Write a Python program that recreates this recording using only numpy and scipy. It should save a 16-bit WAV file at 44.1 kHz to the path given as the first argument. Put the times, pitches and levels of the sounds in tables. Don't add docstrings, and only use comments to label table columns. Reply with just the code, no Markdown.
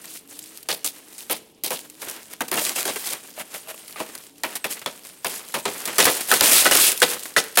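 import sys
import numpy as np
from scipy import signal
from scipy.io import wavfile

SR = 44100
rng = np.random.default_rng(int(sys.argv[2]) if len(sys.argv) > 2 else 0)


def transcribe(u):
    v = np.clip(np.atleast_2d(u).T, -1, 1)
    q = np.round(v * 32767).astype(np.int16)
    wavfile.write(sys.argv[1], SR, q)


N = 335160
TIME = np.arange(N) / SR

# [t/s, thud level/dB, knock level/dB, first crack level/dB, tearing fibres level/dB,
#               extra treble level/dB, cutting time t/s, thud of the frond f/Hz, note of the stalk f/Hz]
KNIFE_BLOWS = [(0.687, -32.5, -32, -17, -24.5, -3.5, 0.041, 489, 888),
               (0.8443, -39, -36.5, -25, -30.5, 9, 0.019, 297, 2880),
               (1.297, -29.5, -33, -22, -24.5, 0.5, 0.032, 504, 3390),
               (1.6359, -37.5, -43, -23.5, -33.5, 10, 0.038, 337, 3140),
               (1.705, -30, -33.5, -19, -25, -0.5, 0.03, 515, 830),
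               (2.406, -30.5, -25.5, -21, -37.5, 6, 0.015, 255, 1560),
               (2.5145, -28, -32.5, -15.5, -29.5, 1.5, 0.073, 363, 1120),
               (2.575, -29, -25, -26, -40, -13, 0.0045, 705, 2800),
               (2.853, -29.5, -33, -20, -29.5, 4.5, 0.0077, 393, 1571),
               (2.877, -27.5, -30.5, -15, -26.5, -6, 0.021, 412, 825),
               (4.001, -25.5, -29.5, -27, -37, 0, 0.0036, 636, 1015),
               (4.4344, -31, -29.5, -12.5, -33, -5, 0.021, 640, 1860),
               (4.642, -29, -27, -17, -25.5, -4, 0.013, 567, 2660),
               (4.86, -26.5, -24.5, -17, -27, -21, 0.0029, 569, 3440),
               (5.2458, -26.5, -27.5, -19.5, -27, 3, 0.016, 700, 1040),
               (5.5404, -27.5, -28, -20, -29, 0.5, 0.034, 580, 1400),
               (5.6534, -26.5, -27.5, -13.5, -26, -12, 0.027, 414, 975),
               (5.982, -22, -20, -5.5, -16.5, -3, 0.049, 401, 1270),
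               (6.066, -18.5, -20, -20, -18.5, 1.5, 0.027, 486, 1020),
               (6.3145, -21.5, -15.5, -11, -17.5, 2.5, 0.027, 480, 1510),
               (6.408, -23.5, -25.5, 1, -33, -5, 0.022, 560, 1490),
               (6.655, -21, -16.5, -13, -13, -18, 0.016, 466, 1490),
               (6.711, -21.5, -20.5, -10, -19, 2.5, 0.0074, 541, 810),
               (7.018, -17.5, -15.5, -13, -14.5, -1.5, 0.011, 491, 1540),
               (7.3635, -22, -16, -17, -16.5, -7.5, 0.02, 480, 1986),
               (7.5726, -19, -22, -5, -18.5, -0.5, 0.054, 715, 1410)]
# [t/s, wood level/dB, crackle level/dB, length t/s]
RIB_SNAPS = [(0.043, -41.5, -41, 0.005), (1.181, -59, -35.5, 0.012), (2.018, -36.5, -31.5, 0.012),
             (2.084, -38.5, -32, 0.006), (2.334, -38.5, -44, 0.0037), (2.482, -39, -31, 0.0045),
             (2.758, -38, -31, 0.0072), (2.959, -31.5, -27, 0.013), (3.396, -36, -32.5, 0.021),
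             (3.541, -35.5, -34, 0.016), (3.685, -41.5, -36, 0.031), (3.959, -39, -48, 0.024),
             (4.554, -34, -25, 0.014), (4.768, -39.5, -43, 0.011), (4.816, -38.5, -41, 0.012),
             (5.855, -35, -23, 0.0046), (5.876, -29, -27, 0.0042), (5.928, -34, -38, 0.0066),
             (6.053, -18, -11, 0.0059), (6.207, -30.5, -23.5, 0.009), (6.645, -30, -15.5, 0.0027),
             (6.773, -27, -16, 0.0027), (7.2555, -32.5, -32, 0.0027)]
# [t/s, level/dB]
PLEAT_CLICKS = [(0.055, -31), (0.3908, -25), (0.629, -31), (0.886, -25), (1.899, -32.5), (2.098, -22.5),
                (3.884, -36), (4.152, -25.5), (4.381, -39), (4.793, -29), (5.05, -33.5), (6.0435, -10),
                (6.7515, -7), (6.918, -14), (6.976, -17.5), (7.002, -18), (7.2335, -23)]
# [t/s, level/dB, note f/Hz]
STALK_CLACKS = [(2.074, -30.5, 368), (2.617, -23, 604), (2.761, -25.5, 2720), (2.962, -23, 417),
                (3.039, -29, 2000), (3.378, -29, 614), (3.71, -36, 595), (3.96, -31, 1200),
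                (5.876, -25, 1890), (6.721, -9, 2920)]
# [t/s, length t/s, level/dB]
BLADE_STROKES = [(3.371, 0.061, -36.5), (3.527, 0.05, -36), (3.655, 0.074, -37.5), (3.739, 0.013, -36)]
# [t/s, time kept moving t/s, leaf rustle level/dB, stalk scrape level/dB]
FROND_PULLS = [(0.072, 0.1, -39.5, -54.5), (0.279, 0.31, -44.5, -55), (1.18, 0.048, -40.5, -62),
               (1.77, 0.038, -41, -63), (1.997, 0.16, -40, -42), (2.561, 0.13, -24.5, -36),
               (2.748, 0.053, -25, -30.5), (2.989, 0.077, -34, -44.5), (3.048, 0.084, -28, -35),
               (3.499, 0.081, -40, -46), (3.977, 0.04, -42.5, -38), (4.076, 0.07, -47, -48),
               (4.46, 0.075, -42.5, -40), (4.688, 0.04, -29, -39), (5.031, 0.077, -48, -49),
               (5.281, 0.099, -33, -36.5), (5.671, 0.14, -37, -37), (5.85, 0.113, -41, -39.5),
               (6.1, 0.072, -27.5, -32), (6.279, 0.1, -23, -28), (6.415, 0.079, -14.5, -21.5),
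               (6.501, 0.11, -13, -25), (6.715, 0.097, -18, -22), (6.794, 0.095, -15, -27.5),
               (7.072, 0.068, -28.5, -30.5), (7.41, 0.057, -40.5, -42), (7.548, 0.008, -29.5, -44.5)]
# [t/s, leaf rustle level/dB]
CROWN_STIR = [(0, -46.5), (0.22, -54.5), (0.8, -52.5), (1.1, -47), (1.42, -51.5), (1.62, -66.5),
              (1.85, -48.5), (1.97, -52.5), (2.25, -44.5), (2.4, -51.5), (2.85, -33), (3.25, -47.5),
              (4.24, -44.5), (4.33, -56.5), (4.93, -46), (5.22, -49), (6.7, -26.5), (7.23, -37),
              (7.33, -45.5)]
# [t/s, level/dB]
TRUNK_BUMPS = [(6.054, -25), (6.411, -26), (6.711, -30)]
# [t/s, length t/s, start f/Hz, end f/Hz, level/dB]
BIRD_WHISTLES = [(3.59, 0.045, 10100, 8900, -45), (3.795, 0.05, 8700, 8500, -46.5),
                 (3.94, 0.04, 10100, 9150, -45), (4.057, .09, 8150, 8550, -51),
                 (4.585, 0.082, 8350, 8000, -47), (5.03, 0.12, 8900, 9400, -49),
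                 (5.165, 0.056, 8650, 8400, -51)]
# [t/s, length t/s, start f/Hz, end f/Hz, level at the start/dB]
HUM_SWELLS = [(0, .2, 311, 327, -56.5), (0.235, 0.35, 271, 339, -53), (0.885, 0.38, 283, 336.5, -56),
              (1.3, 0.26, 285, 340, -60), (1.8, 0.296, 279, 346, -55), (4.295, 0.13, 272, 298, -51)]

# [f/Hz, width f/Hz, level/dB]
CONTACT_MODES = [(1486, 150, 4), (1796, 100, 5.5), (3620, 330, -9)]
# [f/Hz, width f/Hz, level/dB]
STALK_MODES = [(480, 47, 6), (640, 67, 1), (1291, 49, 4), (1500, 44, 9.5), (1730, 38, 2), (1980, 35, 10.5)]
# [f/Hz, width f/Hz, level/dB]
HOLLOW_MODES = [(610, 83, 4), (1200, 230, -4), (2700, 440, -6), (8440, 300, -9), (10000, 150, -6),
                (11300, 170, -1), (14400, 500, -10)]

# [f/Hz, level/dB]
THUD_SPECTRUM = [(50, -38.5), (130, -11.5), (220, -2.5), (330, -2), (500, 1), (800, -1.5), (1100, -5.5),
                 (2000, -20.5), (5000, -39)]
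# [f/Hz, level/dB]
WOOD_SPECTRUM = [(200, -36), (600, -0.5), (1100, -0.5), (1800, 0.5), (2400, -0.5), (4000, -8.5),
                 (10000, -28.5)]
# [f/Hz, level/dB]
FIBRE_SPECTRUM = [(300, -24), (1200, -9), (2400, 2.5), (3600, 2), (5500, -1), (7500, -2.5), (10000, 2),
                  (13000, -3), (16000, -4.5)]
# [f/Hz, level/dB]
LEAF_SPECTRUM = [(300, -23), (1200, -19), (2500, -3.5), (4000, -0.5), (6500, 0), (9500, 3.5), (12000, 2.5),
                 (16000, -3.5)]
# [f/Hz, level/dB]
SCRAPE_SPECTRUM = [(40, -31), (120, -13), (220, -4), (350, 1.5), (600, 0.5), (1000, -1.5), (2000, -1),
                   (3000, -4), (8000, -21)]
# [f/Hz, level/dB]
AIR_SPECTRUM = [(25, -17), (60, -13.5), (120, -6.5), (220, 1), (320, 1), (500, -6.5), (1000, -12.5),
                (1600, -31), (3000, -12.5), (6000, -26), (16000, -31)]

PULL_RISE_S, LEAF_SETTLE_T60_S, STALK_SETTLE_T60_S = 0.017, 0.17, 0.31
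STIR_USUAL_DB, STIR_SCRAPE_DB = -47, -52.5
STIR_WANDER_DB, STIR_WANDER_PER_S = 2, 27
BOOM_HZ, BOOM_DB, BOOM_T60_S = 330, -10, 0.57
ECHO_DB = -21.5
DRONE_HZ, DRONE_DB = 442, -63.5
HUM_FADE_DB_PER_S, HUM_EDGE_S = 14, 0.013
AIR_DB = -56.5
CUTOFF_HZ = 15900


def chops():
    s, thud_db, knock_db, crack_db, tear_db, bright_db, cutting, low_hz, high_hz = np.transpose(KNIFE_BLOWS)
    s = s + 0.0005
    latest = np.maximum(np.searchsorted(s, TIME) - 1, 0)

    ringing = np.clip(np.interp(knock_db, [-27, -17], [0.03, 0.7]), 0, 1)[latest]
    knock = ring(taps(s, knock_db, contact_s=0.013) * np.sqrt(ringing), CONTACT_MODES)

    past_bite = np.clip((TIME - s[latest]) / 0.0093, 0, 1)
    jerks = from_db(1.96 * drift(170) * past_bite)
    split = jerks * bursts(s, knock_db + 2.5, 0.5 * cutting, t60=0.074) * grains(5000, spread_db=1.5)
    ringing_wood = ring(split * np.sqrt(ringing), STALK_MODES)
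    dull_wood = colour(split * np.sqrt(1 - ringing), WOOD_SPECTRUM)

    note = pings(s, knock_db + 6.0, high_hz, t60=0.037, rise_s=0.00054)
    thud = pings(s + 0.0024, thud_db + 3.5, low_hz, t60=0.075, rise_s=0.0011)
    shake = bursts(s + 0.0031, thud_db - 2.0, cutting, t60=0.12) * grains(9000, spread_db=1.0)

    crack_lengths = np.full(len(s), 0.0017)
    crack = bursts(s, crack_db - 4.0, crack_lengths, t60=0.013) * grains(25000, spread_db=3.0)
    tear = bursts(s, tear_db, cutting, t60=0.15) * crackle(14000, spread_db=1.5, clump_db=4.0)
    fibres = colour(crack, LEAF_SPECTRUM) + colour(jerks * tear, FIBRE_SPECTRUM)
    treble = signal.sosfilt(signal.butter(1, 7000, "high", fs=SR, output="sos"), fibres)
    fibres = fibres + treble * (from_db(bright_db[latest]) - 1)
    return knock + ringing_wood + dull_wood + note + thud + colour(shake, THUD_SPECTRUM) + fibres


def snaps():
    s, wood_db, crackle_db, length = np.transpose(RIB_SNAPS)
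    wood = bursts(s, wood_db - 1.0, length, t60=0.047) * grains(5000, spread_db=-0.5)
    ribs = bursts(s, crackle_db - 4, length, t60=0.058) * crackle(9000, spread_db=4.5, clump_db=0.5)
    first = bursts(s, crackle_db + 3.0, np.zeros(len(s)), t60=0.033) * rng.standard_normal(N)
    knock = from_db(1.5) * colour(wood, WOOD_SPECTRUM)
    thud = from_db(-5.0) * colour(wood, THUD_SPECTRUM)
    return knock + thud + colour(first + ribs, LEAF_SPECTRUM)


def clicks():
    s, db = np.transpose(PLEAT_CLICKS)
    pops = bursts(s, db, np.zeros(len(s)), t60=0.024) * rng.standard_normal(N)
    return colour(pops, LEAF_SPECTRUM)


def clacks():
    s, db, hz = np.transpose(STALK_CLACKS)
    contact = bursts(s, db - 8, np.full(len(s), 0.002), t60=0.032) * grains(6000, spread_db=-3.0)
    flutter = from_db(1.9 * drift(400))
    return colour(contact, WOOD_SPECTRUM) + pings(s, db, hz, t60=0.039, rise_s=0.00053) * flutter


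def rasps():
    stroke = np.zeros(N)
    for s, length, db in BLADE_STROKES:
        progress = np.clip((TIME - s) / length, 0, 1)
        stroke += from_db(db) * np.sin(np.pi * progress)
    return ring(stroke * grains(900, spread_db=4.0), HOLLOW_MODES)


def fronds():
    leaf, scrape = frond_motion()
    leaf_db = 20 * np.log10(leaf)
    vigour = (leaf / from_db(-45)) ** 0.5
    rub = from_db(-2.5) * leaf * crackle(4500 * vigour, spread_db=0.5, clump_db=2.0)
    ticks = from_db(-9) * leaf * flicks(110 * vigour, spread_db=2.6, width_hz=1600)
    cracks = from_db(-5.5) * leaf * creases(38 * vigour, spread_db=2.8, t60=0.006)
    strain = np.clip(np.interp(leaf_db, [-28, -12], [0.05, 0.45]), 0, 1)
    tips = colour(rub * (1 - strain) + ticks + 0.5 * cracks, LEAF_SPECTRUM)
    thick = colour(rub * strain + 0.5 * cracks, FIBRE_SPECTRUM)
    drag = from_db(-2.0) * grains(1800 * vigour, spread_db=1.0) * from_db(2.87 * drift(70))
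    return tips + thick + colour(scrape * drag, SCRAPE_SPECTRUM)


def frond_motion():
    s, length, leaf_db, scrape_db = np.transpose(FROND_PULLS)
    stir_db = np.interp(TIME, *np.transpose(CROWN_STIR)) + STIR_WANDER_DB * drift(STIR_WANDER_PER_S)
    stir_scrape_db = STIR_SCRAPE_DB + stir_db - STIR_USUAL_DB
    leaf = pulled(s, length, leaf_db, LEAF_SETTLE_T60_S) + from_db(stir_db) ** 2
    scrape = pulled(s, length, scrape_db, STALK_SETTLE_T60_S) + from_db(stir_scrape_db) ** 2
    return np.sqrt(leaf), np.sqrt(scrape)


def pulled(starts, lengths, levels_db, t60):
    power = np.zeros(N)
    for s, length, db in zip(starts, lengths, levels_db):
        gather = np.clip((TIME - s) / PULL_RISE_S, 0, 1)
        settle = np.clip((TIME - s - length) / t60, 0, 3)
        power += (from_db(db - 60 * settle) * gather) ** 2
    return power


def flicks(per_s, spread_db, width_hz, count=16):
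    starts, dealt = grains(per_s, spread_db), rng.integers(0, count, N)
    ticks = np.zeros(N)
    for k, hz in enumerate(np.geomspace(2800, 14500, count)):
        b, a = signal.iirpeak(hz, hz / width_hz, fs=SR)
        ticks += signal.lfilter(b, a, starts * (dealt == k) + 1e-18)
    age = TIME[:SR // 40]
    buzz = rng.standard_normal(len(age)) * from_db(-60 * age / 0.039)
    return rms_one(through(ticks, buzz))


def creases(per_s, spread_db, t60):
    kept_per_sample = from_db(-120 / (t60 * SR))
    power = signal.lfilter([1], [1, -kept_per_sample], grains(per_s, spread_db) ** 2 + 1e-18)
    return rms_one(np.sqrt(power) * rng.standard_normal(N))


def bumps(hz=65, t60=0.062, gain_db=-5):
    out = np.zeros(N)
    for s, db in TRUNK_BUMPS:
        age = np.maximum(TIME - s, 0)
        fade = from_db(db + gain_db - 60 * np.minimum(age / t60, 10))
        out += fade * np.sin(2 * np.pi * hz * rng.uniform(0.99, 1.4) * age)
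    return out


def grove(x, t60, gap_s, dull_hz):
    age = TIME[:SR // 2]
    scatter = rng.standard_normal(len(age)) * from_db(-60 * age / t60) * (age > gap_s)
    return through(x, signal.sosfilt(signal.butter(1, dull_hz, fs=SR, output="sos"), scatter))


def boom(x):
    octave = [BOOM_HZ / np.sqrt(2), BOOM_HZ * np.sqrt(2)]
    low = signal.sosfilt(signal.butter(2, octave, "band", fs=SR, output="sos"), x)
    tail = rng.standard_normal(SR) * from_db(-60 * TIME[:SR] / BOOM_T60_S)
    return from_db(BOOM_DB) * through(low, tail)


def whistles():
    out = np.zeros(N)
    for s, length, start_hz, end_hz, db in BIRD_WHISTLES:
        progress = np.clip((TIME - s) / length, 0, 1)
        glide = start_hz + (end_hz - start_hz) * progress + 45 * drift(300)
        out += from_db(db) * np.sin(np.pi * progress) * np.sin(2 * np.pi * np.cumsum(glide) / SR)
    return out


def hum():
    out, waver = np.zeros(N), 1 + 0.0053 * drift(29.6)
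    for s, length, start_hz, end_hz, db in HUM_SWELLS:
        age = np.clip(TIME - s, 0, length)
        pitch = (start_hz + (end_hz - start_hz) * age / length) * waver
        edges = np.clip(np.minimum(age, length - age) / HUM_EDGE_S, 0, 1)
        fade = from_db(db - HUM_FADE_DB_PER_S * age)
        out += edges * fade * np.sin(2 * np.pi * np.cumsum(pitch) / SR)
    drone = from_db(DRONE_DB + 1.3 * drift(4.5)) * np.sin(2 * np.pi * DRONE_HZ * TIME)
    return out * from_db(1.5 * drift(11)) + drone


def still_air():
    return from_db(AIR_DB) * colour(rng.standard_normal(N), AIR_SPECTRUM)


def ring(force, modes):
    age = TIME[:SR // 4]
    response = np.zeros(len(age))
    for k, (hz, width, db) in enumerate(modes):
        swing = np.exp(-np.pi * width * age) * np.cos(2 * np.pi * hz * age)
        response += (-1) ** k * from_db(db) * width * swing
    return through(force, response)


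def pings(starts, levels_db, pitches_hz, t60, rise_s):
    out = np.zeros(N)
    for start, db, hz in zip(starts, levels_db, pitches_hz):
        at = int(start * SR)
        age = TIME[:min(N - at, SR // 4)]
        envelope = from_db(db - 60 * age / t60) * (1 - np.exp(-age / rise_s))
        out[at:at + len(age)] += envelope * np.sin(2 * np.pi * hz * age)
    return out


def taps(starts, levels_db, contact_s):
    force = np.zeros(N)
    force[(starts * SR).astype(int)] = from_db(levels_db) * np.sqrt(contact_s * SR)
    return force


def bursts(starts, levels_db, lengths, t60):
    power = np.zeros(N)
    for start, db, length in zip(starts, levels_db, lengths):
        at = int(start * SR)
        age = TIME[:min(N - at, SR // 2)]
        power[at:at + len(age)] += from_db(db - 60 * np.maximum(age - length, 0) / t60) ** 2
    return np.sqrt(power)


def crackle(per_s, spread_db, clump_db, count=7):
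    edges = np.geomspace(250, 18000, count + 1)
    shared, out = drift(330), np.zeros(N)
    for low, high in zip(edges, edges[1:]):
        clumps = 0.53 * shared + 0.63 * drift(260) + 0.5 * drift(35)
        fractures = grains(per_s * (high / edges[-1]) ** 0.5, spread_db) * from_db(clump_db * clumps)
        out += signal.sosfilt(signal.butter(2, [low, high], "band", fs=SR, output="sos"), fractures)
    return rms_one(out)


def grains(per_s, spread_db):
    chance = np.clip(per_s / SR, 0, 1) * np.ones(N)
    sizes = from_db(spread_db * np.minimum(rng.exponential(1, N), 4)) * rng.choice([-1, 1], N)
    happens = rng.random(N) < chance
    return rms_one(happens * sizes / np.sqrt(chance + 1e-9))


def colour(x, spectrum, size=4096):
    hz, db = np.transpose(spectrum)
    bins = np.abs(np.fft.fftfreq(size, 1 / SR)) + 1
    log_gain = np.log(from_db(np.interp(np.log(bins), np.log(hz), db)))
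    return through(x, np.fft.ifft(np.exp(np.conj(signal.hilbert(log_gain)))).real)


def through(x, response):
    return signal.fftconvolve(x, response / np.linalg.norm(response))[:N]


def drift(per_s):
    knots = rng.standard_normal(int(N / SR * per_s) + 4)
    return rms_one(np.interp(TIME * per_s, np.arange(len(knots)), knots))


def rms_one(x):
    return x / np.sqrt(np.mean(x ** 2) + 1e-20)


def from_db(db):
    return 10 ** (np.asarray(db) / 20)


def scene():
    blows = chops()
    work = blows + snaps() + clicks() + clacks() + rasps() + fronds()
    echo = from_db(ECHO_DB) * grove(work, t60=0.45, gap_s=0.011, dull_hz=7040)
    background = whistles() + hum() + still_air()
    return (work + echo + boom(blows) + bumps() + background)[None]


def record(dry):
    rounded = dry / (1 + np.abs(dry) ** 4) ** (1 / 4)
    return signal.sosfilt(signal.ellip(10, 0.2, 70, CUTOFF_HZ, fs=SR, output="sos"), rounded)


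dry = scene()
out = record(dry)
transcribe(out)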